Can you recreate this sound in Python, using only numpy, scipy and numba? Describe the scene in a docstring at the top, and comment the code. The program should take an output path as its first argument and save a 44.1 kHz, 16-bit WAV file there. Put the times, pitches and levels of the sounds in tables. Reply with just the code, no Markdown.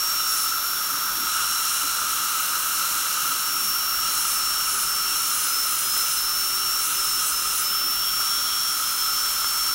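"""A dental clinic, close to the chair: an air-turbine drill trims front teeth.
The rotor whines, then sags and squeals whenever the bur bites. Drive air and water spray hiss
through the hollows of the mouth and ring the pocket behind the teeth. A suction tip draws air
from the open mouth, droplets spit and pooled water gulps. Fans and a pump hum faintly underneath."""
import sys
import numpy as np
from scipy import signal
from scipy.fft import rfft, irfft, next_fast_len
from scipy.io import wavfile
from scipy.ndimage import uniform_filter1d
from numba import njit

SR = 44100
rng = np.random.default_rng(int(sys.argv[2]) if len(sys.argv) > 2 else 0)


def to_wav(s):
    """Save 16-bit WAV."""
    ch = np.atleast_2d(s).T  # columns
    pcm = np.round(np.clip(ch, -1, 1) * 32767)  # PCM
    wavfile.write(sys.argv[1], SR, pcm.astype(np.int16))


N = 429534
TIME_S = np.arange(N) / SR
FREQ_HZ = np.maximum(np.fft.rfftfreq(N, 1 / SR), 1)


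# The bur chatters on enamel. Each row: centre in seconds, length in seconds, level in dB.
BUR_CHATTER = [(5.698, .04, -44), (7.255, .03, -39), (7.279, 0.033, -33)]

def rotor_whine(whine_db, drag_hz, damping_db, squeal_gain):
    """The rotor sings once a turn; contact with the tooth brakes it, shakes it and adds overtones."""
    free_hz, sag_hz_per_s, inertia_s = 5514, 6.2, 0.202
    idle_roughness, choked_db = 0.306, -10.5
    head_hz, head_width_hz, idle_octave_db = 10920, 260, -13
    pole = np.exp(-1 / (inertia_s * SR))
    rotor_hz = free_hz - sag_hz_per_s * TIME_S - signal.lfilter([1 - pole], [1, -pole], drag_hz)
    roughness = np.clip(idle_roughness + damping_db / choked_db, 0, 1)
    phase = 2 * np.pi * np.cumsum(rotor_hz + 10 * roughness * wander(140)) / SR
    stutter_db = roughness * (1.9 * wander(90) + 2.1 * wander(30))
    tone = undb(whine_db + damping_db + stutter_db) * np.sin(phase)
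    # a resonance lifts the free-running octave
    idle_gain = undb(whine_db + idle_octave_db) / np.hypot(1, 2 * (2 * rotor_hz - head_hz) / head_width_hz)
    octave_gain = np.hypot(squeal_gain, idle_gain) * undb(1.8 * wander(70))
    octave = octave_gain * np.sin(2 * phase + 0.5 * wander(500))
    # a chattering bur strikes every second turn, sounding between the overtones
    chatter_gain = sum(undb(db) * swell(at_s, length_s) for at_s, length_s, db in BUR_CHATTER)
    half_phase = phase / 2 + 0.2 * wander(400)
    chatter = chatter_gain * (1.2 * np.sin(3 * half_phase) + np.sin(5 * half_phase))
    return np.sqrt(2) * (tone + octave + chatter)


# The bur touches the tooth. Each row: start in seconds, length in seconds, drag on the rotor in Hz,
# damping of the whine in dB, octave squeal in dB.
BUR_CUTS = [(.29, 0.17, 161, -4, -31.5), (1.742, 0.1, 120, -3.5, -59), (2.074, .1, 100, -2, -58),
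            (2.3, .15, 220, -10, -58), (2.608, .12, 90, -5.5, -48), (2.89, 0.14, 94, -4, -55),
            (3.19, .1, 99, -1.5, -46), (3.56, .13, 8, -1, -39), (4.13, 0.24, 116, -2, -34),
            (4.689, .16, 206, -7.5, -30), (5.133, .12, 8, -2, -38), (5.254, 0.24, 350, -11, -32.5),
            (5.681, .18, 422, -11, -34.5), (5.961, .05, 183, -1, -39), (6.067, 0.097, 270, -4, -35),
            (6.807, 0.15, 260, -8.5, -32), (7.02, 0.076, 103, 0, -40), (7.211, 0.12, 380, -8, -32),
            (7.38, 0.13, 130, -3, -37), (7.532, .09, 350, -10.5, -32), (8.736, 0.14, 280, -5, -41),
            (8.904, 0.1, 172, -6.5, -52), (9.3, 0.12, 150, -4.5, -45.5)]

def bur_load():
    """Each cut drags evenly on the rotor; damping and squeal grow as the bur sinks in."""
    graze_s, touch_s, deepest_share = 0.1, 0.044, 0.67
    drag_hz, damping_db, squeal_gain = np.zeros((3, N))
    for start_s, length_s, cut_hz, cut_db, squeal_db in BUR_CUTS:
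        deepest_s, end_s = start_s + deepest_share * length_s, start_s + length_s
        contact = np.clip(np.minimum(TIME_S - start_s, end_s - TIME_S) / touch_s + 0.5, 0, 1)
        bite = np.interp(TIME_S, [start_s - graze_s, deepest_s, end_s + touch_s], [0, 1, 0])
        drag_hz += cut_hz * contact
        damping_db += cut_db * bite * (1 + contact) / 2
        squeal_gain = np.maximum(squeal_gain, (bite + contact) / 2 * undb(squeal_db))
    return drag_hz, damping_db, squeal_gain


# Places of the drill head. Each row: start in seconds, whine, spray, air jet and pocket levels in dB,
# enclosure by cheek and gloves as a factor, tooth gap resonance in Hz, its lift in dB,
# notch in Hz, notch depth from 0 to 1.
HEAD_POSITIONS = [(0, -28, -30.5, -29.3, -42.5, 0.54, 14200, 2, 10500, .25),
                  (.5, -32.7, -31.5, -30.5, -45.5, 0.58, 12100, 5, 8250, .42),
                  (1.27, -32, -29, -33.5, -39.5, 0.93, 12500, 7, 13400, .4),
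                  (1.8, -34.5, -29.5, -31, -39.5, 0.84, 12660, 4, 13650, 0.3),
                  (3.47, -29.5, -32, -28.7, -41, 0.89, 13300, 1.5, 7800, .25),
                  (4.0, -30.5, -30, -30.5, -39.5, 0.91, 13190, 3, 12230, .15),
                  (4.4, -28.5, -30.5, -31.8, -39, 0.88, 13190, 4, 12170, 0.06),
                  (5.2, -28, -30.5, -29.5, -41, 1.15, 13200, 0, 12100, .15),
                  (6.18, -27.5, -31, -31.5, -41.5, 1.13, 13200, 3.5, 7700, .28),
                  (6.751, -27.8, -31, -31.5, -40.5, 1.1, 13140, 2, 12080, 0),
                  (7.66, -27.2, -32.5, -29, -41, 0.79, 12940, -.5, 7800, 0.2),
                  (8.2, -27.5, -30.5, -30.5, -45.5, .72, 14700, 1.2, 7800, .22),
                  (9.05, -27, -30.4, -29, -44.5, .58, 14800, .6, 12750, .3)]

def hand_motion(glide_s=0.13):
    """The hand holds the drill head steady, then glides to the next place; one control per setting."""
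    start_s, *columns = np.transpose(HEAD_POSITIONS)
    place = np.searchsorted(start_s[1:], TIME_S)
    return [uniform_filter1d(column[place], int(glide_s * SR)) for column in columns]


# Spectra of the water spray and the air jet. Each row: frequency in Hz, relative level in dB.
SPRAY_SPECTRUM = [(500, -42), (1500, -15.5), (2300, -9.5), (3500, -10.5), (5000, -3.5), (5800, 2.5),
                  (8000, -2), (10200, -1), (11500, -7.5), (16000, -11)]
JET_SPECTRUM = [(1000, -34), (4000, -7), (7000, -14), (10000, -6.5), (11200, 2), (12500, 6), (14000, 6),
                (16000, 0)]
# Hollows around the drill head. Each row: centre in Hz, width in Hz, lift in dB.
MOUTH_HOLLOWS = [(3450, 200, 2.5), (4790, 290, -7), (5970, 250, 3), (7000, 530, 1.5), (8300, 270, 1),
                 (8370, 350, 4), (8950, 400, 2), (9820, 550, 4.5), (10440, 350, 1.5), (11300, 440, 4),
                 (14150, 600, 3), (15600, 350, 10.5)]

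def spray_and_jet(spray_db, jet_db, enclosure, gap_hz, gap_lift_db, notch_hz, notch_depth):
    """Fine droplets pelt the teeth and drive air escapes from the head; nearby hollows colour both."""
    spray = colour(noise() * undb(1.6 * wander(2500)), spectrum(SPRAY_SPECTRUM))
    spray *= undb(spray_db + 0.26 * wander(35) + 0.32 * wander(7))
    jet = colour(noise() * undb(1.6 * wander(900)), spectrum(JET_SPECTRUM))
    jet *= undb(jet_db - 0.8 + 0.3 * wander(40) + 0.5 * wander(9.3))
    hiss = spray + jet
    hollows_db = sum(db * np.exp(-2 * ((FREQ_HZ - hz) / width_hz) ** 2)
                     for hz, width_hz, db in MOUTH_HOLLOWS)
    hiss += enclosure * irfft(rfft(hiss) * (undb(hollows_db) - 1), N)
    # the narrow gap lifts one pitch; the reflection off the teeth cancels another
    hiss += (undb(gap_lift_db) - 1) * bandpass(hiss, gap_hz, width_hz=1100)
    return hiss - notch_depth * bandpass(hiss, notch_hz, width_hz=960)


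# The pocket's upper ring rises as the drill comes forward. Each row: time in seconds, pitch in Hz.
UPPER_RING = [(0, 3970), (5.2, 4080), (7.8, 3910), (8.8, 4115)]
# Air whistles past the tooth edge. Each row: time in seconds, pitch in Hz, base level in dB.
EDGE_WHISTLE = [(0, 3530, -48), (1.4, 3350, -45), (4, 3230, -47.5), (7.7, 3260, -46), (8.05, 3280, -39),
                (8.6, 3290, -36.5), (9.1, 3250, -41)]

def tooth_pocket(pocket_db, spray_db):
    """Air swirls behind the teeth and whistles over their edge; the spray drives the upper ring."""
    full_spray_db = -29.5
    upper_hz, = curves(UPPER_RING)
    whistle_hz, whistle_db = curves(EDGE_WHISTLE)
    lower = noise_ring(hz=2845, width_hz=410) * undb(pocket_db + 0.1 + 0.89 * wander(12))
    upper = noise_ring(upper_hz, width_hz=490) * undb(-40 + 2 * (spray_db - full_spray_db))
    whistle = noise_ring(whistle_hz, width_hz=370) * undb(whistle_db - 1.5 + 2 * wander(16))
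    return lower + upper + whistle


# Draught through the mouth. Each row: time in seconds, level in dB.
SUCTION_DRAUGHT = [(0, -32.5), (.6, -31.5), (1.6, -30.5), (3.1, -30.3), (3.7, -32), (4.8, -31.5),
                   (5.1, -32), (6.5, -34), (7.3, -32), (8, -35), (8.3, -32.7), (9.74, -32.3)]
# The hollow rush of air briefly grows louder. Each row: centre in seconds, length in seconds, lift in dB.
DRAUGHT_SWELLS = [(.96, 0.055, 3), (1.08, .05, 4), (1.4, 0.13, 4), (2.52, 0.15, 2), (5.974, 0.064, 0),
                  (7.348, .08, 2), (8.22, 0.058, 2)]
# Resonances of the open mouth. Each row: centre in Hz, width in Hz, relative level in dB.
MOUTH_MODES = [(950, 126, -13.5), (1312, 165, 3.5), (1455, 280, -7)]

def suction_tip():
    """Air rushes into the tip: a hollow, surging roar from the mouth."""
    draught_db, = curves(SUCTION_DRAUGHT)
    swell_db = sum(db * swell(at_s, length_s) for at_s, length_s, db in DRAUGHT_SWELLS)
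    return colour(noise(), resonances(MOUTH_MODES)) * undb(draught_db + swell_db + 0.28 * wander(25))


# Spectrum of the suction line. Each row: frequency in Hz, relative level in dB.
HOSE_SPECTRUM = [(20, -38), (100, -11.5), (300, -7.5), (480, -5.5), (600, -4.5), (730, -11.5), (900, -4),
                 (1700, -6.5), (1950, -1), (2300, 0.1), (3500, -1), (5000, -2), (9000, -17.5), (16000, -26)]

def suction_hose():
    """Air in the suction line gives a broad hiss."""
    return colour(noise(), spectrum(HOSE_SPECTRUM)) * undb(-39 + 0.5 * wander(4.7))


# Droplets burst in the mouth. Each row: start in seconds, burst strength in dB.
DROPLET_SPITS = [(2.017, -19), (2.517, -25), (5.966, -19.5), (8.197, -23), (9.444, -17.5)]

def droplet_spits(decay_s=0.0046):
    """Each bursting droplet gives a short crack and rings the mouth."""
    envelope = sum(undb(db) * (TIME_S >= start_s) * np.exp(-np.abs(TIME_S - start_s) / decay_s)
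                   for start_s, db in DROPLET_SPITS)
    cracks = envelope * noise()
    mouth_ring = irfft(rfft(cracks) * resonances(MOUTH_MODES), N)
    return 0.31 * cracks + 5 * mouth_ring


# Water gulps. Each row: centre in seconds, length in seconds, pitch in Hz, level in dB.
WATER_GULPS = [(.95,0.094,271,-51),(1.213,0.12,311,-45),(1.847,.08,335,-48),(3.33,.08,294,-50),(3.572,0.14,330,-49.5),(3.66,0.087,211,-49),(5.704,0.11,340,-53),(7.87,0.094,300,-48)]

def water_gulps():
    """Water pooled in the back of the mouth gives low, wobbling gulps."""
    wobble_s = np.cumsum(0.15 * wander(160)) / SR
    return np.sqrt(2) * sum(undb(db) * swell(at_s, length_s) * np.sin(2 * np.pi * hz * (TIME_S + wobble_s))
                            for at_s, length_s, hz, db in WATER_GULPS)


# Hum of the fans. Each row: centre in Hz, width in Hz, relative level in dB.
FAN_BANDS = [(39, 5, -1), (50.3, 6.5, -1.5), (160, 30, -11), (301, 19, -5), (386, 8.7, -9.5),
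             (620, 72, -12)]
# The pump labours. Each row: time in seconds, base level in dB.
PUMP_EFFORT = [(0, -72), (4.3, -70), (4.9, -51), (5.6, -63), (6.5, -54), (7.6, -53.5), (8.0, -68),
               (9.74, -60)]
# Spectrum of the room's rumble. Each row: frequency in Hz, relative level in dB.
RUMBLE_SPECTRUM = [(20, -45), (29, -15), (38, -6), (52, 1.5), (65, -7), (90, -8.5), (160, -3.5), (220, -7),
                   (310, -7.5), (480, -17.5), (1000, -6.5), (4000, -45)]

def clinic_machines():
    """Fans hum over a low rumble, and a pump drones louder for a while."""
    fans = colour(noise(), resonances(FAN_BANDS)) * undb(-55.5)
    drone_hz, thrum_hz = 393, 39
    pump_db, = curves(PUMP_EFFORT)
    drone = np.sin(2 * np.pi * drone_hz * TIME_S + 0.8 * wander(20)) * undb(-3 + 3.9 * wander(18))
    thrum = 1.1 * np.sin(2 * np.pi * thrum_hz * TIME_S + 0.4 * wander(6))
    rumble = colour(noise(), spectrum(RUMBLE_SPECTRUM)) * undb(-52 + 0.9 * wander(5))
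    return fans + (drone + thrum) * undb(pump_db) + rumble


def near_echoes(x, echo_db=-14, t60_s=0.1, delay_s=0.002):
    """Early echoes off face, lamp and tray comb the sound with fine ripples."""
    age_s = TIME_S[:SR // 8]
    echoes = rng.standard_normal(len(age_s)) * (age_s > delay_s) * undb(-60 * age_s / t60_s)
    return x + undb(echo_db) * signal.fftconvolve(x, echoes / np.linalg.norm(echoes))[:N]


def undb(db):
    """Decibels to gain."""
    return 10 ** (np.asarray(db) / 20)


def unit_rms(x):
    """Scale to rms 1."""
    return x / np.sqrt(np.mean(x ** 2))


def noise():
    """White turbulence."""
    return rng.standard_normal(N)


def wander(rate_hz):
    """Smooth random control with about rate_hz new values a second; rms 1."""
    step = int(SR / rate_hz)
    return unit_rms(uniform_filter1d(noise()[np.arange(N) // step], step))


def swell(at_s, length_s):
    """Bell-shaped rise and fall around at_s."""
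    return np.exp(-np.minimum((2 * (TIME_S - at_s) / length_s) ** 2, 100))


def curves(table):
    """Each column after the first as a control over time."""
    times_s, *columns = np.transpose(table)
    return [np.interp(TIME_S, times_s, column) for column in columns]


def spectrum(points):
    """Gain per frequency through (Hz, dB) points."""
    hz, db = np.transpose(points)
    return undb(np.interp(np.log(FREQ_HZ), np.log(hz), db))


def resonances(modes):
    """Gain per frequency of steep-sided resonances."""
    return np.sqrt(sum(undb(2 * db) / (1 + ((FREQ_HZ - hz) / (0.64 * width_hz)) ** 2) ** 2
                       for hz, width_hz, db in modes))


def colour(x, gain):
    """Filter by a gain per frequency; rms 1."""
    size = next_fast_len(N, real=True)
    bin_gain = np.interp(np.fft.rfftfreq(size, 1 / SR), FREQ_HZ, gain)
    return unit_rms(irfft(rfft(x, size) * bin_gain, size)[:N])


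@njit
def bandpass(x, hz, width_hz):
    """State-variable band-pass with a steady or moving centre, gain 1 there."""
    centre_hz = hz + np.zeros(N)
    y, band_state, low_state = np.empty(N), 0.0, 0.0
    for i in range(N):
        tuning, damping = np.tan(np.pi * centre_hz[i] / SR), width_hz / centre_hz[i]
        band = (band_state + tuning * (x[i] - low_state)) / (1 + tuning * (tuning + damping))
        band_state = 2 * band - band_state
        low_state += 2 * tuning * band
        y[i] = damping * band
    return y


def noise_ring(hz, width_hz):
    """Turbulence through a steep resonance; rms 1."""
    return unit_rms(bandpass(bandpass(noise(), hz, width_hz), hz, width_hz))


def scene():
    """Hand and bur steer the whine and hiss over suction and machines; both channels are alike."""
    whine_db, spray_db, jet_db, pocket_db, *surroundings = hand_motion()
    drag_hz, damping_db, squeal_gain = bur_load()
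    loud_squeal_db = -29
    thrown_spray_db = 3 * np.sqrt(squeal_gain / undb(loud_squeal_db))  # cuts throw extra spray
    hiss = spray_and_jet(spray_db + thrown_spray_db, jet_db, *surroundings)
    air = near_echoes(hiss + tooth_pocket(pocket_db, spray_db) + suction_hose() + droplet_spits())
    whine = rotor_whine(whine_db, drag_hz, damping_db, squeal_gain)
    mono = whine + air + suction_tip() + water_gulps() + clinic_machines()
    return np.array([mono, mono])


def record(dry):
    """The phone cuts the top treble steeply."""
    cutoff_hz = 15780
    return signal.sosfilt(signal.ellip(14, 0.1, 90, cutoff_hz, fs=SR, output="sos"), dry)


dry = scene()
out = record(dry)
to_wav(out)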